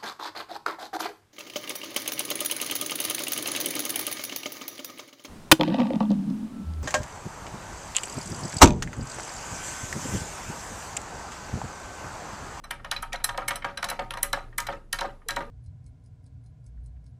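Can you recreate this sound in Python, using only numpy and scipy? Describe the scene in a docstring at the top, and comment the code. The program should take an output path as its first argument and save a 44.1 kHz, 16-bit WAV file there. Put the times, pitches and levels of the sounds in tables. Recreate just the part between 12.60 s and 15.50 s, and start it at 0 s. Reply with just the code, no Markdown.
"""From start to end, ventilation rumbles very low, the mains hums and a faint high tone stays on in a hard-walled lab.
From the first moment a glass rod stirs ice in a foam cup of water, a metre from a small microphone: modes of the
rod ring over grainy cracks, and cubes knock on the foam wall, which answers dull and hollow as modes over damped noise.
After each knock small cubes tick on and the room echoes; a suppressor ducks the quiet gaps.
At 0.52 s a cube slides along the rod, at 0.64 s comes the strongest clink; near the end two low hollow notes sound."""
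import sys
import numpy as np
from scipy import signal
from scipy.io import wavfile
from scipy.ndimage import uniform_filter1d

SR = 44100
rng = np.random.default_rng(int(sys.argv[2]) if len(sys.argv) > 2 else 0)


def level_to_linear(level):
    """Convert decibel levels to linear amplitude factors, elementwise."""
    exponent = np.asarray(level, float) / 20
    return 10 ** exponent


def wav_record(signal):
    """Record a signal, one row per channel, as 16-bit PCM in the file named by sys.argv[1]."""
    frames = np.transpose(np.atleast_2d(signal))
    bounded = np.clip(frames, -1, 1)
    # unit amplitude maps onto the largest positive 16-bit level
    quanta = np.round(bounded * 32767).astype(np.int16)
    wavfile.write(sys.argv[1], SR, quanta)


N = 127890   # length in samples, 2.9 s

RISE_MS, KNOCK_RISE_MS = 0.1, 0.83   # how fast an icy click and a wall knock swell
LEAD_MS = 2.3   # a graze comes this far ahead of each blow
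SCATTER_DB = 2.5   # chance differences in how strongly a blow excites each mode
ROD_SHIFT, CUP_SHIFT = 0.004, 0.02   # share by which grip, water and ice move the modes from blow to blow


def rms_one(x):
    """Scale to rms 1."""
    return x / np.sqrt(np.mean(x ** 2) + 1e-20)


def at_hz(points, hz):
    """Read a spectrum table on a log frequency axis."""
    table_hz, value = np.array(points).T
    return np.interp(np.log(hz), np.log(table_hz), value)


def bands(low_hz, high_hz, count, size):
    """Noises in neighbouring bands, each cut from one of two white noises, with their centres in Hz."""
    edges = np.geomspace(low_hz, high_hz, count + 1)
    settle = 8000   # samples dropped while the filters start up
    white = rng.standard_normal((2, size + settle))
    result = []
    for k, (low, high) in enumerate(zip(edges, edges[1:])):
        band = signal.butter(2, [low, high], "band", fs=SR, output="sos")
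        result.append((np.sqrt(low * high), signal.sosfilt(band, white[k % 2])[settle:]))
    return result


def train(s, gains):
    """Impulses at the given times."""
    out = np.full(N, 1e-18, dtype=gains.dtype)
    np.add.at(out, (s * SR).astype(int), gains)
    return out


def dying(clicks, t60, rise_ms):
    """Envelope with a short rise and an exponential fall of 60 dB in t60 seconds."""
    fall = level_to_linear(-60 / (t60 * SR))
    rise = np.exp(-1000 / (rise_ms * SR))
    return signal.lfilter([1 - rise], np.convolve([1, -fall], [1, -rise]), clicks)


def ring(clicks, hz, t60, rise_ms):
    """Each click swells briefly into a dying sine; hz may change in time."""
    phase = 2 * np.pi * np.cumsum(hz * np.ones(N)) / SR
    return (dying(clicks, t60, rise_ms) * np.exp(1j * phase)).real


def shifting(s, share):
    """Pitch factor that takes a new value at every blow."""
    steps = 1 + share * rng.standard_normal(len(s) + 1)
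    return steps[np.searchsorted(s - LEAD_MS / 1000, np.arange(N) / SR)]


def contacts(s, db, ms):
    """Each blow is a graze, four quick touches and eight rattling ones; complex sizes carry phase slips."""
    lead_db, rattle_per_s, rattle_db, rattle_t60_s = -22, 190, -18, 0.1   # cubes jostle on after a blow
    u = rng.random((len(s), 13))
    slip = rng.normal(0, 0.85, (len(s), 13))
    touch_s = np.sort(u[:, :5], axis=1) * ms / 1000
    touch_s -= touch_s[:, 1:2]
    touch_s[:, 0] = -LEAD_MS / 1000
    rattle_s = ms / 1000 + np.cumsum(-np.log(u[:, 5:] + 1e-6), axis=1) / rattle_per_s
    touch_size = np.tile([level_to_linear(lead_db), 0.33, 0.36, 0.33, 0.25], (len(s), 1))
    rattle_size = level_to_linear(rattle_db - 60 * rattle_s / rattle_t60_s + 5.0 * slip[:, 5:])
    sizes = np.hstack([touch_size, rattle_size])
    slip[:, 5:] *= 4   # the rattle slips further in phase
    when = np.minimum(s[:, None] + np.hstack([touch_s, rattle_s]), (N - 1) / SR)
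    return when, level_to_linear(db)[:, None] * sizes * np.exp(1j * slip)


# The colour of the soft air noise. Each row: pitch in Hz, relative level per Hz in dB.
AIR_COLOUR = [(35, 4), (100, -4.5), (300, -10), (750, -19.5), (1300, -27), (2200, -31.5), (4000, -38),
              (10000, -42), (16000, -61)]
# The steady narrow tones. Each row: pitch in Hz, width in Hz, steadiness (no unit), level in dB.
STEADY_TONES = [(26.5, 5, 2.6, -44), (117.8, 14, 1, -55.5), (10650, 25, 0.7, -79)]


def background():
    """Soft air noise in coloured bands, and narrow tones that waver as filtered noise turns their phase and size."""
    air = sum(level_to_linear(at_hz(AIR_COLOUR, hz)) * noise for hz, noise in bands(30.4, 13000, count=20, size=N))
    out = level_to_linear(-51) * rms_one(air)
    t = np.arange(N + SR) / SR   # the first second lets the wavering settle and is dropped
    for hz, width, steady, level_db in STEADY_TONES:
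        r = np.exp(-np.pi * width / SR)
        wander = signal.lfilter([1], [1, -2 * r, r * r], rng.standard_normal((2, N + SR)))
        wander = steady + (wander[0] + 1j * wander[1]) / wander.std()
        tone = (wander * np.exp(2j * np.pi * hz * t)).real[SR:]
        out = out + level_to_linear(level_db) * rms_one(tone)
    return out


# How long the lab echoes. Each row: pitch in Hz, time to fall by 60 dB in seconds.
ECHO_TIMES = [(300, 0.4), (1000, 0.36), (3000, 0.25), (8000, 0.21), (16000, 0.11)]


def lab(x):
    """Diffuse reflections from hard walls: noise that swells within 3.1 ms and dies band by band."""
    t = np.arange(SR * 3 // 4) / SR
    noises = bands(193, 22000, count=10, size=len(t))
    tail = sum(noise * level_to_linear(-60 * t / at_hz(ECHO_TIMES, hz)) for hz, noise in noises)
    tail = tail * np.clip(t / 0.0031, 0, 1) ** 2
    return signal.fftconvolve(x, tail / np.sqrt(np.sum(tail ** 2)))[:N]


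# A cube slides along the rod. Each row: start in seconds, length in seconds, level in dB.
CUBE_SLIDES = [(0.52, 0.045, -37)]


def jostle():
    """Cubes tick against each other after every knock and while sliding: random grains of short icy pitch."""
    jostle_db, jostle_t60_s = -28.5, 0.24   # level is relative to the knock
    grains_per_s, grain_cycles = 1500, 60.0   # a grain falls by 60 dB in this many cycles
    s, db = np.transpose(CUP_KNOCKS)[:2]
    t = np.arange(N) / SR
    stir = dying(train(s, level_to_linear(db + jostle_db)), jostle_t60_s, rise_ms=4.0)
    for start, length, slide_db in CUBE_SLIDES:
        stir = stir + level_to_linear(slide_db) * np.sin(np.pi * np.clip((t - start) / length, 0, 1) ** 0.71)
    hits = rng.random(N) < grains_per_s / SR
    sizes = level_to_linear(2.65 * np.minimum(rng.exponential(1, N), 4))
    grains = hits * sizes * np.exp(2j * np.pi * rng.random(N))
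    pitches = np.geomspace(1300, 13000, 24)
    dealt = rng.integers(0, len(pitches), N)   # which pitch each grain gets
    out = 0
    for k, hz in enumerate(pitches):
        clicks = stir * grains * (dealt == k) * (2300 / hz) ** 0.77 + 1e-18
        out = out + ring(clicks, hz, grain_cycles / hz, RISE_MS)
    return out


# Low hollow notes, perhaps air pockets between the cubes.
# Each row: start in seconds, pitch in Hz, level in dB, time to fall by 60 dB in seconds.
POCKET_NOTES = [(2.661, 455, -34, 0.07), (2.871, 465, -40, 0.1)]


def glugs():
    """Each low hollow note is one softly starting, dying sine."""
    return sum(ring(train(np.array([s]), level_to_linear(np.array([db]))), hz, t60, rise_ms=7.2)
               for s, hz, db, t60 in POCKET_NOTES)


def hollow(s, hollow_db, phase):
    """The air above the water sounds one hollow note, and the bench under the cup booms with it as low noise."""
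    note = ring(train(s, level_to_linear(hollow_db) * np.exp(1j * phase)), 558.5 * shifting(s, ROD_SHIFT), 0.2, rise_ms=6.2)
    (_, low), = bands(150, 390, count=1, size=N)
    boom = rms_one(low) * dying(train(s, level_to_linear(-13.5 + hollow_db)), 0.24, rise_ms=7.1)
    return note + boom


def notes(s, hz, db):
    """The contact spot of each knock sounds one short pitch of its own."""
    t = np.arange(SR // 8) / SR
    envelope = level_to_linear(db[:, None] - 60 * t / 0.075) * (1 - np.exp(-1000 * t / KNOCK_RISE_MS))
    wave = envelope * np.sin(2 * np.pi * hz[:, None] * t)
    out = np.zeros(N + SR)
    np.add.at(out, (s * SR).astype(int)[:, None] + np.arange(len(t)), wave)
    return out[:N]


def nearness(hz, centre_hz):
    """Bell curve over pitch, one octave wide to each side: a knock mostly wakes what lies near its centre."""
    return np.exp(-0.5 * np.log2(hz / centre_hz) ** 2)


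def thud(when, size, centre_hz):
    """Foam and water damp the knock into noise whose high bands die sooner."""
    out = 0
    for hz, noise in bands(498, 5310, count=10, size=N):
        gain = level_to_linear(-20.5) * nearness(hz, centre_hz)
        t60 = 0.1 * (1000 / hz) ** 0.32
        out = out + rms_one(noise) * dying(train(when, gain[:, None] * np.abs(size)), t60, KNOCK_RISE_MS)
    return signal.sosfilt(signal.butter(5, 430, "high", fs=SR, output="sos"), out)


# Ice meets the cup wall. Each row: start in seconds, level in dB, centre of the knock in Hz,
# level of its own short note in dB relative to the knock, level of the hollow note in dB.
CUP_KNOCKS = [(0.039, -29, 1193, -9, -55), (0.108, -21, 1612, -13, -47), (0.195, -41, 1150, -7, -68),
              (0.245, -23.5, 1240, -21, -44), (0.315, -18.5, 1420, -10, -60), (0.362, -27, 2470, -3.5, -45),
              (0.427, -24.5, 1290, 0, -63), (0.53, -33, 1870, 7, -43), (0.538, -24, 728, -10, -46),
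              (0.6, -32, 1270, -13, -63), (0.642, -19.5, 1610, -15, -55), (0.689, -23, 1320, -9.5, -42.5),
              (0.744, -30.5, 946, -9.0, -44), (0.778, -17.5, 773.6, -5, -33), (0.818, -33, 1350, 1, -41.5),
              (0.881, -20, 2197, -2, -38), (0.906, -17, 1520, -24.5, -35), (0.958, -29, 1230, -29, -62),
              (1.021, -32, 2130, -3, -51), (1.044, -17.5, 1173, -11.5, -31.5),
              (1.086, -29.5, 1196, -3, -44.5), (1.174, -24.5, 1560, -6, -42.5),
              (1.227, -19, 1460, -4.5, -41.5), (1.241, -29.5, 1093, 0, -44), (1.287, -25, 1790, -16, -40),
              (1.299, -24, 1846, -14, -37), (1.313, -21.5, 939, -13, -41.5), (1.391, -18, 864, -18, -28),
              (1.506, -23.5, 1380, -7, -43.5), (1.536, -28.5, 1110, -5, -48.5),
              (1.57, -23.5, 1038, -9.5, -57.5), (1.63, -19, 1986, -8, -35),
              (1.731, -15.5, 1320, -11.5, -29.5), (1.771, -28, 770, -4, -50.5),
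              (1.927, -44.5, 1852, 1.5, -54.5), (1.982, -16.5, 1794, -4.5, -43),
              (2.067, -26.5, 1900, -13.5, -61), (2.086, -17.5, 798.5, -7.5, -29),
              (2.127, -30.5, 1282, -2, -32.5), (2.33, -20.5, 1825, -0.5, -40.5),
              (2.387, -22, 1618, -14, -52), (2.412, -18.5, 920, -15, -29), (2.444, -23.5, 770, -4, -28.5),
              (2.617, -46.5, 1230, -2, -80), (2.688, -18.5, 1869, -4.5, -44),
              (2.706, -31, 1829, -16.5, -38.5), (2.766, -18.5, 952, -10, -28),
              (2.805, -26.5, 951, -22, -29)]
# The ways the water-filled foam cup rings.
# Each row: pitch in Hz, relative level in dB, time to fall by 60 dB in seconds.
CUP_MODES = [(770, -6.5, 0.17), (934, -5.5, 0.18), (1110, -5.5, 0.054), (1253, -5.5, 0.18),
             (1380, -7, 0.081), (1490, -2, 0.022), (1634, -6, 0.1), (1816, -0.5, 0.072),
             (2023, -3.5, 0.044), (2256, -4.5, 0.066), (2420, -11.5, 0.034), (3100, -2.5, 0.047)]


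def cup():
    """Every knock rings the wall modes near its centre pitch, with a thud, a short note and the hollow."""
    s, db, centre_hz, note_db, hollow_db = np.transpose(CUP_KNOCKS)
    when, size = contacts(s, db, ms=2.2)
    chance = rng.normal(0, 1, (len(s), len(CUP_MODES) + 1, 2))
    out = thud(when, size, centre_hz)
    for k, (hz, mode_db, t60) in enumerate(CUP_MODES):
        gain = level_to_linear(-9.5 + mode_db + SCATTER_DB * chance[:, k, 0]) * nearness(hz, centre_hz)
        gain = gain * np.exp(4j * chance[:, k, 1])   # random starting phase
        out = out + ring(train(when, gain[:, None] * size), hz * shifting(s, CUP_SHIFT), t60, KNOCK_RISE_MS)
    out = out + hollow(s, hollow_db, 4 * chance[:, -1, 1])
    return out + notes(s, centre_hz, db + note_db) + glugs()


# The colour of cracking ice. Each row: pitch in Hz, relative level per Hz in dB.
CRACK_COLOUR = [(2500, -0.5), (8170, -3), (8910, -9.5), (11000, -2.5), (12400, -26), (14300, -15.5),
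                (16500, -39)]


def crack(when, size, crack_db, tilt_db):
    """The ice cracks as short grainy noise, louder or softer towards the treble from clink to clink."""
    out = 0
    for hz, noise in bands(2650, 15790, count=8, size=N):
        gain = 3 * level_to_linear(-1 + crack_db + at_hz(CRACK_COLOUR, hz) + tilt_db * np.log2(min(hz, 11000) / 7000))
        out = out + noise * dying(train(when, gain[:, None] * np.abs(size)), 0.009, RISE_MS)
    return out


# The rod meets ice. Each row: start in seconds, level of the ring in dB, level of the crack in dB,
# tilt of the ring in dB per octave, tilt of the crack in dB per octave.
ROD_CLINKS = [(0.0394, -21.5, -49, -5.5, -6), (0.1078, -17, -28.5, 9.5, -9), (0.2467, -33, -43.5, -3, -15),
              (0.3137, -15, -22, 0.5, -10.5), (0.3636, -29, -49, -21, 20), (0.4241, -26, -36, 17.5, 2),
              (0.5302, -30.5, -27, 5, -6), (0.5583, -32, -48, -15, -1), (0.6421, -4.5, -12.5, 6.3, 8.5),
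              (0.6911, -36, -36, 12, -14.5), (0.7762, -36, -30.5, -19, -5.5), (0.8804, -13, -18.5, 6, 1.5),
              (0.9056, -44.5, -32, 21, -13), (0.9567, -19, -37, 7.5, -10), (1.045, -53, -33.5, 2, -6),
              (1.174, -18, -34.5, -5, -11), (1.2269, -21.5, -33, 1, -8), (1.2427, -18, -23.5, -4, -1.5),
              (1.2867, -22.5, -32.5, -6, -4), (1.2994, -18, -23, -5.5, 3), (1.3937, -59, -38, -14.5, -13.5),
              (1.5067, -29.5, -38.5, 13, -14), (1.5373, -27, -47, -1.5, -17.5),
              (1.5722, -26, -39, -5.3, -3), (1.6291, -9.5, -14.5, 8.5, 13.3), (1.73, -14.5, -22, -6, -0.5),
              (1.98, -9.5, -18.5, 10, 10.5), (2.0011, -32, -22, -2, 3), (2.0687, -35, -28, -17.5, -1.5),
              (2.1248, -49, -48, -12.5, -10), (2.3286, -12.5, -15, 3.5, 1), (2.388, -28, -29.5, -15, -2.5),
              (2.4086, -25.5, -28.5, -8.5, -7.5), (2.686, -12.5, -18, -4.5, 4),
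              (2.7062, -22.5, -26.5, -6, -3), (2.7622, -32.5, -28, -15.5, -5), (2.8047, -57, -53, -11, -17)]
# The ways the wet rod bends and rings.
# Each row: pitch in Hz, relative level in dB, time to fall by 60 dB in seconds.
ROD_MODES = [(4020, -2, 0.034), (5290, -20, .12), (5910, -8, 0.04), (8285, -5, 0.025), (10880, 0, 0.022),
             (13860, -13, .025)]


def rod():
    """Every clink rings the rod's bending modes and adds a crack of ice."""
    s, db, crack_db, tilt_db, crack_tilt_db = np.transpose(ROD_CLINKS)
    when, size = contacts(s, np.zeros(len(s)), ms=5.4)
    chance = rng.normal(0, 1, (len(s), len(ROD_MODES), 2))
    out = 0
    for k, (hz, mode_db, t60) in enumerate(ROD_MODES):
        tilt = tilt_db * np.log2(min(hz, 11000) / 7000)   # tilts turn about 7 kHz and stop at 11 kHz
        gain = level_to_linear(-10.5 + db + mode_db + tilt + SCATTER_DB * chance[:, k, 0])
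        gain = gain * np.exp(4j * chance[:, k, 1])   # random starting phase
        out = out + ring(train(when, gain[:, None] * size), hz * shifting(s, ROD_SHIFT), t60, RISE_MS)
    return out + crack(when, size, crack_db, crack_tilt_db)


def scene():
    """Rod, cup and jostling cubes, their reflections, the room tone."""
    near = rod() + cup() + jostle()
    return (near + level_to_linear(-14.5) * lab(near) + background())[None, :]


def suppressor(dry):
    """Gain that turns everything down while the sound above 500 Hz is quiet."""
    open_db, span_db, fall_db_per_s, smooth_s = -43.5, 3, 104.5, 0.068
    upper = signal.sosfilt(signal.butter(2, 500, "high", fs=SR, output="sos"), dry[0])
    level_db = 10 * np.log10(uniform_filter1d(upper ** 2, size=512) + 1e-12)
    fall = fall_db_per_s * np.arange(N) / SR
    held_db = np.maximum.accumulate(level_db + fall) - fall   # jumps up at once, falls steadily
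    shut = 1 / (1.5 + np.exp((held_db - open_db) / span_db))   # two thirds at most
    shut = uniform_filter1d(shut, size=int(smooth_s * SR))
    return level_to_linear(-13 * shut)


def top_cut(x):
    """Nothing passes above the cut-off."""
    return signal.sosfilt(signal.butter(12, 16810, fs=SR, output="sos"), x)


def record(dry):
    """The input rounds off peaks, the suppressor ducks the gaps and a steep filter cuts the top."""
    peak_top = 0.4   # height that rounded peaks approach
    rounded = peak_top * np.tanh(dry / peak_top)
    gated = suppressor(dry) * rounded
    mix = signal.sosfilt(signal.cheby2(10, 60, 16800, fs=SR, output="sos"), gated)
    return top_cut(mix)


dry = scene()
out = record(dry)
wav_record(out)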